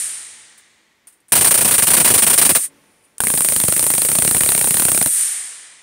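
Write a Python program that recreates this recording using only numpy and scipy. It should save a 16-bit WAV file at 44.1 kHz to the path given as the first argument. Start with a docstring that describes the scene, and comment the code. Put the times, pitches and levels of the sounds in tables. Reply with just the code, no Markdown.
"""A stun gun fires two bursts of about thirty sparks a second in a bare stone hallway: first in a tight corner,
then in a doorway. Each spark is a clipped noise crack, a thump and sharp shock fronts, as it overloads a small
microphone whose port whistles near 9 kHz. The hall answers with filtered noise, a long bright hiss that swells when
the limiter lets go. The tail of an earlier burst fades at the start, the switch clicks before each burst,
a hand squeaks on the barrel, and low room modes ring under faint room noise."""
import sys
import numpy as np
from scipy import signal
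from scipy.fft import rfft, irfft
from scipy.io import wavfile
from scipy.ndimage import uniform_filter1d, minimum_filter1d

SR = 44100
rng = np.random.default_rng(int(sys.argv[2]) if len(sys.argv) > 2 else 0)


def store_wav(level_fs):
    """Save 16-bit WAV to argv[1]."""
    pcm = np.round(np.clip(np.atleast_2d(level_fs), -1, 1) * 32767)
    wavfile.write(sys.argv[1], SR, pcm.T.astype(np.int16))


N = 256662

# colour of the overloaded crack: (frequency [Hz], level [dB])
CRACK_COLOUR = [(60, -25.5), (200, -1.5), (1000, 0), (2000, 0), (4000, -3), (6500, -6.5), (9000, -1.5),
                (12000, -2.5), (15500, 2.5)]
# colour of the low thump: (frequency [Hz], level [dB])
THUMP_COLOUR = [(20, -23), (45, -22), (90, -1.5), (170, 0), (300, -4), (700, -8.5), (2000, -25.5)]

TIME = np.arange(N) / SR
FREQS = np.maximum(np.arange(N // 2 + 1) * SR / N, 1)
MOVE_S = 2.684     # the corner scene has nearly faded by here
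EARLIER_END_S = -0.23     # last spark of the earlier burst
CEILING_S = 0.0133     # delay of the echo from the ceiling
PORT_HZ = 9164     # whistle of the microphone port
MAKEUP_DB = 10.0     # gain of the limiter while all is quiet


def corner(rows):
    """Close walls throw shock fronts back, keep the microphone overloaded for long and leave a bright flutter."""
    times, level_db = rows.T
    sparks = discharges(rows, overload_s=0.017, length_spread=0.06, thump_db=-7.5, thump_spread_db=4.0)
    direct = cracks(sparks, crack_db=-0.73, fall=0.36, dip=0.02, port_db=15, thump_lag_s=0.0083)
    direct = direct * clumps(rough_db=1.5, size=50)

    fronts = shock(times, level_db - 5.0, swing_hz=1095, swing_t60=0.0017, tick_db=16)
    fronts += bounces(sparks, bounce_db=-12.5, swing_hz=1200, swing_t60=0.0031, tick_db=12.5, count=3)
    fronts = port(fronts, peak_db=15.0, width_hz=760)

    flutter = reflections(times, alike=0.18) * dying(times, t60=0.21) * clumps(rough_db=7.5, size=60)
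    walls = from_db(-23.5) * port(flutter, peak_db=19.5, width_hz=780)

    # a quick fade, with the reverberation included
    fade = 1 - np.tanh(np.maximum(TIME - MOVE_S + 0.032, 0) / 0.018)
    return (direct + fronts + walls + hall(times, level_db=-35.5)) * fade


def doorway(rows):
    """In more space the cracks are short and double (direct, then off the door); the ceiling answers each."""
    # knock and thump of the sparks, changing through the burst:
    # (time [s], knock level relative to the spark before trims [dB], knock centre [Hz], thump level [dB])
    knock_and_thump = [(3.2, 6.5, 1270, -18), (3.27, 5, 1410, -13.5), (3.35, -1.5, 1400, -2),
                       (3.48, -3.5, 1370, -13.5), (3.58, -7, 1480, -6.5), (4.2, -7.5, 1330, -6),
                       (4.37, 2.5, 1480, -2.5), (4.45, 1, 1900, -8.5), (4.781, -2, 1640, -6.5),
                       (5.06, 2, 1354, -4.5)]
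    point_s, *columns = np.transpose(knock_and_thump)
    knock_db, knock_hz, thump_db = (np.interp(rows[:, 0], point_s, column) for column in columns)

    sparks = discharges(rows, overload_s=0.0023, length_spread=0.22, thump_db=thump_db, thump_spread_db=2.5)
    times, level_db, length, low_db = sparks.T
    direct = cracks(sparks, crack_db=2.5, fall=0.12, dip=0.58, port_db=15.5, thump_lag_s=0.0035)

    # the direct front, then a second with a weaker tick
    knock_level_db = level_db + knock_db
    fronts = shock(times, knock_level_db - 3.1, swing_hz=knock_hz, swing_t60=0.0041, tick_db=16.0)
    second_s = times + 0.49 * length
    fronts += shock(second_s, knock_level_db - 4.5, swing_hz=1.294 * knock_hz, swing_t60=0.0087, tick_db=2.5)
    # opposite swing after the overload, then a low front at the ceiling delay
    fronts -= shock(times + 1.2 * length, low_db - 7.0, swing_hz=477, swing_t60=0.0076, tick_db=11.5)
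    fronts += shock(times + CEILING_S, low_db - 16.5, swing_hz=330, swing_t60=0.009, tick_db=6)
    fronts = port(fronts, peak_db=11.0, width_hz=700)

    echoes = slap(times, delay_s=0.0049, level_db=-15.5, t60=0.022)
    echoes = echoes + slap(times, delay_s=CEILING_S, level_db=-14.0, t60=0.02)
    boom = from_db(-12) * coloured(noise() * dying(times + 0.0011, t60=0.14), THUMP_COLOUR)
    return direct + fronts + echoes + boom + hall(times, level_db=-34.0)


def discharges(rows, overload_s, length_spread, thump_db, thump_spread_db):
    """Longer capacitor charging gives longer overload, plus chance: (s, crack dB, overload s, thump dB)."""
    usual_charge_s, longest_charge_s = 0.033, 0.047     # at the longest the capacitor is full
    overload_growth = 0.25     # overload length follows charging time to this power
    strength_kept = 0.76     # share of the sparks' differences in dB that survives the overload
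    times, level_db = rows.T
    draws = np.clip(rng.standard_normal((len(times), 2)), -1.5, 1.5)

    gaps = np.diff(times, prepend=times[0] - usual_charge_s)
    charge = np.minimum(gaps, longest_charge_s) / usual_charge_s
    length = overload_s * charge ** overload_growth * np.exp(length_spread * draws[:, 0])
    crack_db = level_db.mean() + strength_kept * (level_db - level_db.mean())
    return np.column_stack([times, crack_db, length, thump_db + thump_spread_db * draws[:, 1]])


def cracks(sparks, crack_db, fall, dip, port_db, thump_lag_s):
    """Each spark: clipped noise while the microphone is overloaded, and a longer thump as it recovers."""
    times, level_db, length, low_db = sparks.T
    crack_noise = np.tanh(2 * reflections(times, alike=0.45))
    crack = crack_noise * plateaus(times, level_db + crack_db, length, fall, dip)
    thump = np.tanh(2 * noise()) * plateaus(times, low_db, length + thump_lag_s, fall=0.2, dip=0)
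    return port(coloured(crack, CRACK_COLOUR), port_db, width_hz=970) + coloured(thump, THUMP_COLOUR)


def plateaus(times, levels_db, lengths, fall, dip):
    """An overload holds for its length, sags between direct sound and wall echo, then collapses."""
    power, age = np.zeros(N), np.arange(SR // 16) / SR
    for s, db, length in zip(times, levels_db, lengths):
        phase = age / max(length, 1e-4)     # 1 at the end of the overload
        sag = 1 - np.clip(dip, 0, 0.95) * np.sin(np.pi * np.minimum(phase, 1)) ** 2
        collapse = (1 - np.tanh((phase - 1) / fall)) / 2
        at = round(s * SR)
        power[at:at + len(age)] += (from_db(db) * sag) ** 2 * collapse
    return np.sqrt(power)


def shock(times, levels_db, swing_hz, swing_t60, tick_db):
    """A shock front: a one-sample tick and a damped swing whose pitch differs with every path of the arc."""
    out, age = np.zeros(N), TIME[:SR // 50]
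    octaves = 0.36 * np.clip(rng.standard_normal(len(times)), -2, 2)
    pitches = swing_hz * 2 ** octaves
    for s, db, hz in zip(times, levels_db, pitches):
        pulse = -np.sin(2 * np.pi * hz * age) * from_db(-60 * age / swing_t60)
        pulse[0] -= from_db(tick_db)
        at = round(s * SR)
        out[at:at + len(age)] += from_db(db) * pulse
    return out


def bounces(sparks, bounce_db, swing_hz, swing_t60, tick_db, count):
    """Each shock front comes back a few times, at chance moments during the overload."""
    times, level_db, length, _ = sparks.T
    shares = rng.random((len(times), count)).T
    return sum(shock(times + share * length, level_db + bounce_db, swing_hz, swing_t60, tick_db)
               for share in shares)


def slap(times, delay_s, level_db, t60):
    """A hard surface sends every crack back, thinner and with a strength of its own."""
    draws = rng.standard_normal((len(times), 2))
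    arrivals = times + delay_s + 0.00019 * draws[:, 0]
    energy = from_db(level_db + 3.6 * draws[:, 1]) ** 2
    echo = noise() * dying(arrivals, t60, energy)
    thin = signal.lfilter([1, -0.45], [1], echo)     # tilts towards the treble
    return port(coloured(thin, CRACK_COLOUR), peak_db=10.5, width_hz=1100)


def reflections(times, alike):
    """Dense reflections whose pattern partly repeats from spark to spark, as the hand hardly moves."""
    starts, index = np.round(times * SR).astype(int), np.arange(N)
    latest = np.maximum(np.searchsorted(starts, index, "right") - 1, 0)
    since = index - starts[latest]     # samples since the latest spark
    alike = np.clip(alike, 0, 1)
    return np.sqrt(alike) * noise()[since] + np.sqrt(1 - alike) * noise()


def clumps(rough_db, size):
    """Reflections arrive in bunches about a millisecond long: a gain of mean power 1."""
    bunches = uniform_filter1d(noise(), size) * np.sqrt(size)
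    gain = from_db(rough_db * np.clip(bunches, -2, 2))
    return gain / np.sqrt(np.mean(gain ** 2))


def hall(times, level_db):
    """Diffuse reverberation: noise bands that die at their own rates, as the air eats the treble first."""
    # bands of the hall: (centre [Hz], relative level [dB], decay by 60 dB [s])
    bands = [(49.9, -31, 1.8), (163, -20.5, 1.7), (452, -21.5, 2.86), (1024, -11.5, 2.37), (1530, -2, 1.77),
             (1910, -1, 2.26), (2490, -3, 1.87), (3500, -4.5, 1.92), (5000, -4.5, 1.57), (7300, -0.5, 1.27),
             (8540, 4.5, 0.99), (10870, 4.5, 0.75), (13200, 9.5, 0.6), (15500, 10.5, 0.45)]
    build_s = 0.013     # time constant of the reverberation filling the hall
    log_hz, response, white = np.log([row[0] for row in bands]), 0, rfft(noise())
    # each share is 1 at its own centre and slopes to 0 at the neighbours
    for share, (_, db, t60) in zip(np.eye(len(bands)), bands):
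        band = irfft(white * np.interp(np.log(FREQS), log_hz, share), N)
        response = response + band * from_db(db - 60 * TIME / t60)
    response = response * (1 - np.exp(-TIME / build_s))
    return from_db(level_db) * port(echoing(times, response), peak_db=25, width_hz=903)


def echoing(times, response, sizes=0.86):
    """Every spark (also those of the second before the start) sets off the same response."""
    train = np.zeros(SR + N)
    train[np.round((np.asarray(times) + 1) * SR).astype(int)] = sizes
    return signal.fftconvolve(train, response)[SR:SR + N]


def earlier_burst():
    """Only the reverberation of a burst that has just stopped is left."""
    gaps = rng.uniform(0.026, 0.042, 20)
    times = EARLIER_END_S + gaps[0] - np.cumsum(gaps)     # backwards from the last spark
    return hall(np.maximum(times, -1), level_db=-34.5)


def handling():
    """Noise snaps of the plastic switch, and the thin resonant squeak of the hand sliding on the barrel."""
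    # switch and grip snaps: (time [s], level before trim and colour [dB], decay by 60 dB [s])
    clicks = [(0.578, -38, 0.13), (1.071, -31, 0.14), (1.124, -47, 0.22), (1.203, -52, .06),
              (1.283, -41.5, 0.69), (3.1819, -14, 0.0083), (3.183, -37, 0.13)]
    # hand sliding on the barrel: (time [s], level before trim [dB])
    grip = [(2.7, -70), (2.8, -65), (2.92, -62), (3.02, -65), (3.05, -52.5), (3.08, -65), (3.17, -72)]
    # colour of the plastic: (frequency [Hz], level [dB])
    plastic = [(100, -22), (1500, -5), (4500, -9), (6500, -6), (9000, 6.5), (12000, -3), (15500, -4.5)]
    snaps = noise() * sum(dying([s], t60) * from_db(db - 17.5) for s, db, t60 in clicks)
    slide_db = np.interp(TIME, *np.transpose(grip), left=-120, right=-120)
    slide = noise() * from_db(slide_db - 14)
    squeak = from_db(18.5) * signal.lfilter(*signal.iirpeak(9550, 32, fs=SR), slide)
    return port(coloured(snaps + 0.402 * slide, plastic), peak_db=7.5, width_hz=710) + squeak


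def quiet_room():
    """Faint room noise with a hollow tone near 2 kHz, and the low ring and rumble that bursts leave behind."""
    # colour of the room noise: (frequency [Hz], level [dB])
    room_colour = [(25, -4), (100, -3), (300, 3), (700, -3.5), (2000, -5), (4000, -13), (9000, -14.5),
                   (15500, -21.5)]
    # colour of the rumble: (frequency [Hz], level [dB])
    rumble_colour = [(35, -18.0), (80, 2.0), (160, -8), (400, -20)]
    corner_end_s = 2.58
    ring = room_ring(EARLIER_END_S, level_db=-3) + room_ring(corner_end_s, level_db=-7.5)
    # steady noise, raised after the corner burst
    air = noise() * (from_db(-64) + from_db(-54.0) * dying([corner_end_s], t60=2.25))
    hollow = from_db(-11.0) * signal.lfilter(*signal.iirpeak(2000, 4, fs=SR), air)
    rumble = from_db(-46) * coloured(noise() * dying([0], t60=1.9), rumble_colour)
    return ring + rumble + hollow + coloured(air, room_colour)


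def room_ring(start_s, level_db):
    """The low modes of the room die away slowly, wavering as close pairs of sines beat."""
    # low modes that outlast a burst: (frequency [Hz], relative level [dB], decay by 60 dB [s])
    modes = [(159, -66.5, 2.6), (217, -71, 5), (281, -46.5, 0.68), (327, -67, 3.2), (470, -65, 2.7),
             (567, -62, 1.34), (605, -66, 1.9), (880, -66, 2.9), (1080, -69, 2.6)]
    age, out = np.maximum(TIME - start_s, 0), 0
    for (hz, db, t60), split_hz in zip(modes, rng.uniform(1, 10.0, len(modes))):
        pair = np.sin(2 * np.pi * hz * age) + 0.44 * np.sin(2 * np.pi * (hz + split_hz) * age)
        out = out + pair * from_db(level_db + db - 60 * age / t60)
    return out


def port(x, peak_db, width_hz):
    """The air in the microphone port rings: a resonant peak is added to the sound."""
    b, a = signal.iirpeak(PORT_HZ, PORT_HZ / width_hz, fs=SR)
    return x + (from_db(peak_db) - 1) * signal.lfilter(b, a, x)


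def dying(times, t60, energy=0.94):
    """Envelope of a reverberation fed with a packet of energy at each time."""
    packets = np.zeros(N)
    packets[np.clip(np.round(np.asarray(times) * SR).astype(int), 0, N - 1)] = energy
    kept = from_db(-120 / (t60 * SR))     # share of the energy left after one sample
    return np.sqrt(signal.lfilter([1], [1, -kept], packets + 1e-18))


def coloured(x, points):
    """Causal (minimum-phase) filter through the (Hz, dB) points, by folding the cepstrum."""
    hz, db = np.transpose(points)
    gain = from_db(np.interp(np.log(FREQS), np.log(hz), db))
    cepstrum = irfft(np.log(gain), N)
    cepstrum[1:N // 2] *= 2
    cepstrum[N // 2 + 1:] = 0
    return irfft(rfft(x) * np.exp(rfft(cepstrum)), N)


def noise():
    """White noise of rms 1."""
    return rng.standard_normal(N)


def from_db(db):
    """Decibels to gain."""
    return 10 ** (np.asarray(db) / 20)


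def scene():
    """Both bursts, the fading earlier one and the small sounds, alike in both channels."""
    # the arc jumps the gap: (time [s], spark level before overload and trims [dB])
    sparks = np.array([(1.321, -4), (1.3532, -6.5), (1.3768, -12.5), (1.4094, -10), (1.4455, -6.5),
                       (1.47, -9), (1.5088, -6.5), (1.5416, -7), (1.5759, -11), (1.6089, -10.5),
                       (1.6472, -9.5), (1.6779, -12), (1.7102, -9), (1.7396, -9.5), (1.7812, -8.5),
                       (1.8229, -8), (1.8693, -7.5), (1.9037, -9), (1.9349, -4.5), (1.9674, -6),
                       (2.0001, -8), (2.0459, -6), (2.0752, -8), (2.1017, -9), (2.139, -5.5), (2.1778, -8),
                       (2.2218, -6.5), (2.2661, -5.5), (2.2988, -9.5), (2.3312, -9), (2.3778, -3),
                       (2.4145, -5.5), (2.4508, -7.5), (2.4922, -7), (2.5501, -7), (3.2037, -8.5),
                       (3.2368, -14), (3.27, -9), (3.3014, -11), (3.3386, -11), (3.3754, -11),
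                       (3.4065, -8.5), (3.447, -10), (3.4865, -5.5), (3.5217, -10.5), (3.5627, -5.5),
                       (3.6008, -3), (3.6371, -5), (3.682, -6.5), (3.7232, -6.5), (3.7645, -6),
                       (3.7939, -3), (3.827, -9.5), (3.8653, -7), (3.9022, -5.5), (3.9374, -6.5),
                       (3.9798, -9), (4.0183, -4.5), (4.0489, -10), (4.0873, -12.5), (4.1164, -7),
                       (4.1517, -9.5), (4.1858, -3), (4.2216, -6.5), (4.2486, -8), (4.2764, -5.5),
                       (4.3112, -5.5), (4.347, -10), (4.367, -12), (4.4073, -7), (4.4344, -8),
                       (4.4613, -10), (4.4896, -4), (4.5194, -7.5), (4.5487, -9), (4.5781, -9),
                       (4.6116, -10), (4.6427, -11.5), (4.6719, -14), (4.7073, -7.5), (4.742, -9),
                       (4.7697, -7.5), (4.797, -7), (4.8214, -10), (4.8511, -6), (4.8835, -13),
                       (4.9167, -7.5), (4.9469, -10), (4.9755, -10), (5.0128, -12), (5.0601, -11.5)])
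    first = sparks[:, 0] < MOVE_S
    bursts = corner(sparks[first]) + doorway(sparks[~first])
    mono = bursts + earlier_burst() + handling() + quiet_room()
    return np.array([mono, mono])


def limiter(x, threshold_db, hold_s, release_db_per_s):
    """Peaks take away the make-up gain almost at once; it is held down briefly and then creeps back."""
    peak_db = 20 * np.log10(np.abs(x).max(axis=0) + 1e-9)
    over = np.clip(peak_db - threshold_db, 0, MAKEUP_DB)
    span = 2 * int(hold_s * SR / 2) + 1
    held = -minimum_filter1d(-over, span, origin=span // 2)
    # a running maximum on a rising ramp lets the reduction fall only at the release rate
    ramp = release_db_per_s * TIME
    reduction = np.maximum.accumulate(held + ramp) - ramp
    return x * from_db(MAKEUP_DB - uniform_filter1d(reduction, size=64))


def record(dry):
    """Low cut, limiter, rounded peaks and a steep top cut."""
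    low_cut_hz, top_cut_hz = 45, 15650
    top = 0.82     # ceiling of the rounded peaks
    dry = signal.sosfilt(signal.butter(2, low_cut_hz, "high", fs=SR, output="sos"), dry)
    level = limiter(dry, threshold_db=-11, hold_s=0.03, release_db_per_s=85)
    loud = top * np.tanh(level / top)
    return signal.sosfilt(signal.ellip(12, 0.2, 85, top_cut_hz, fs=SR, output="sos"), loud)


dry = scene()
out = record(dry)
store_wav(out)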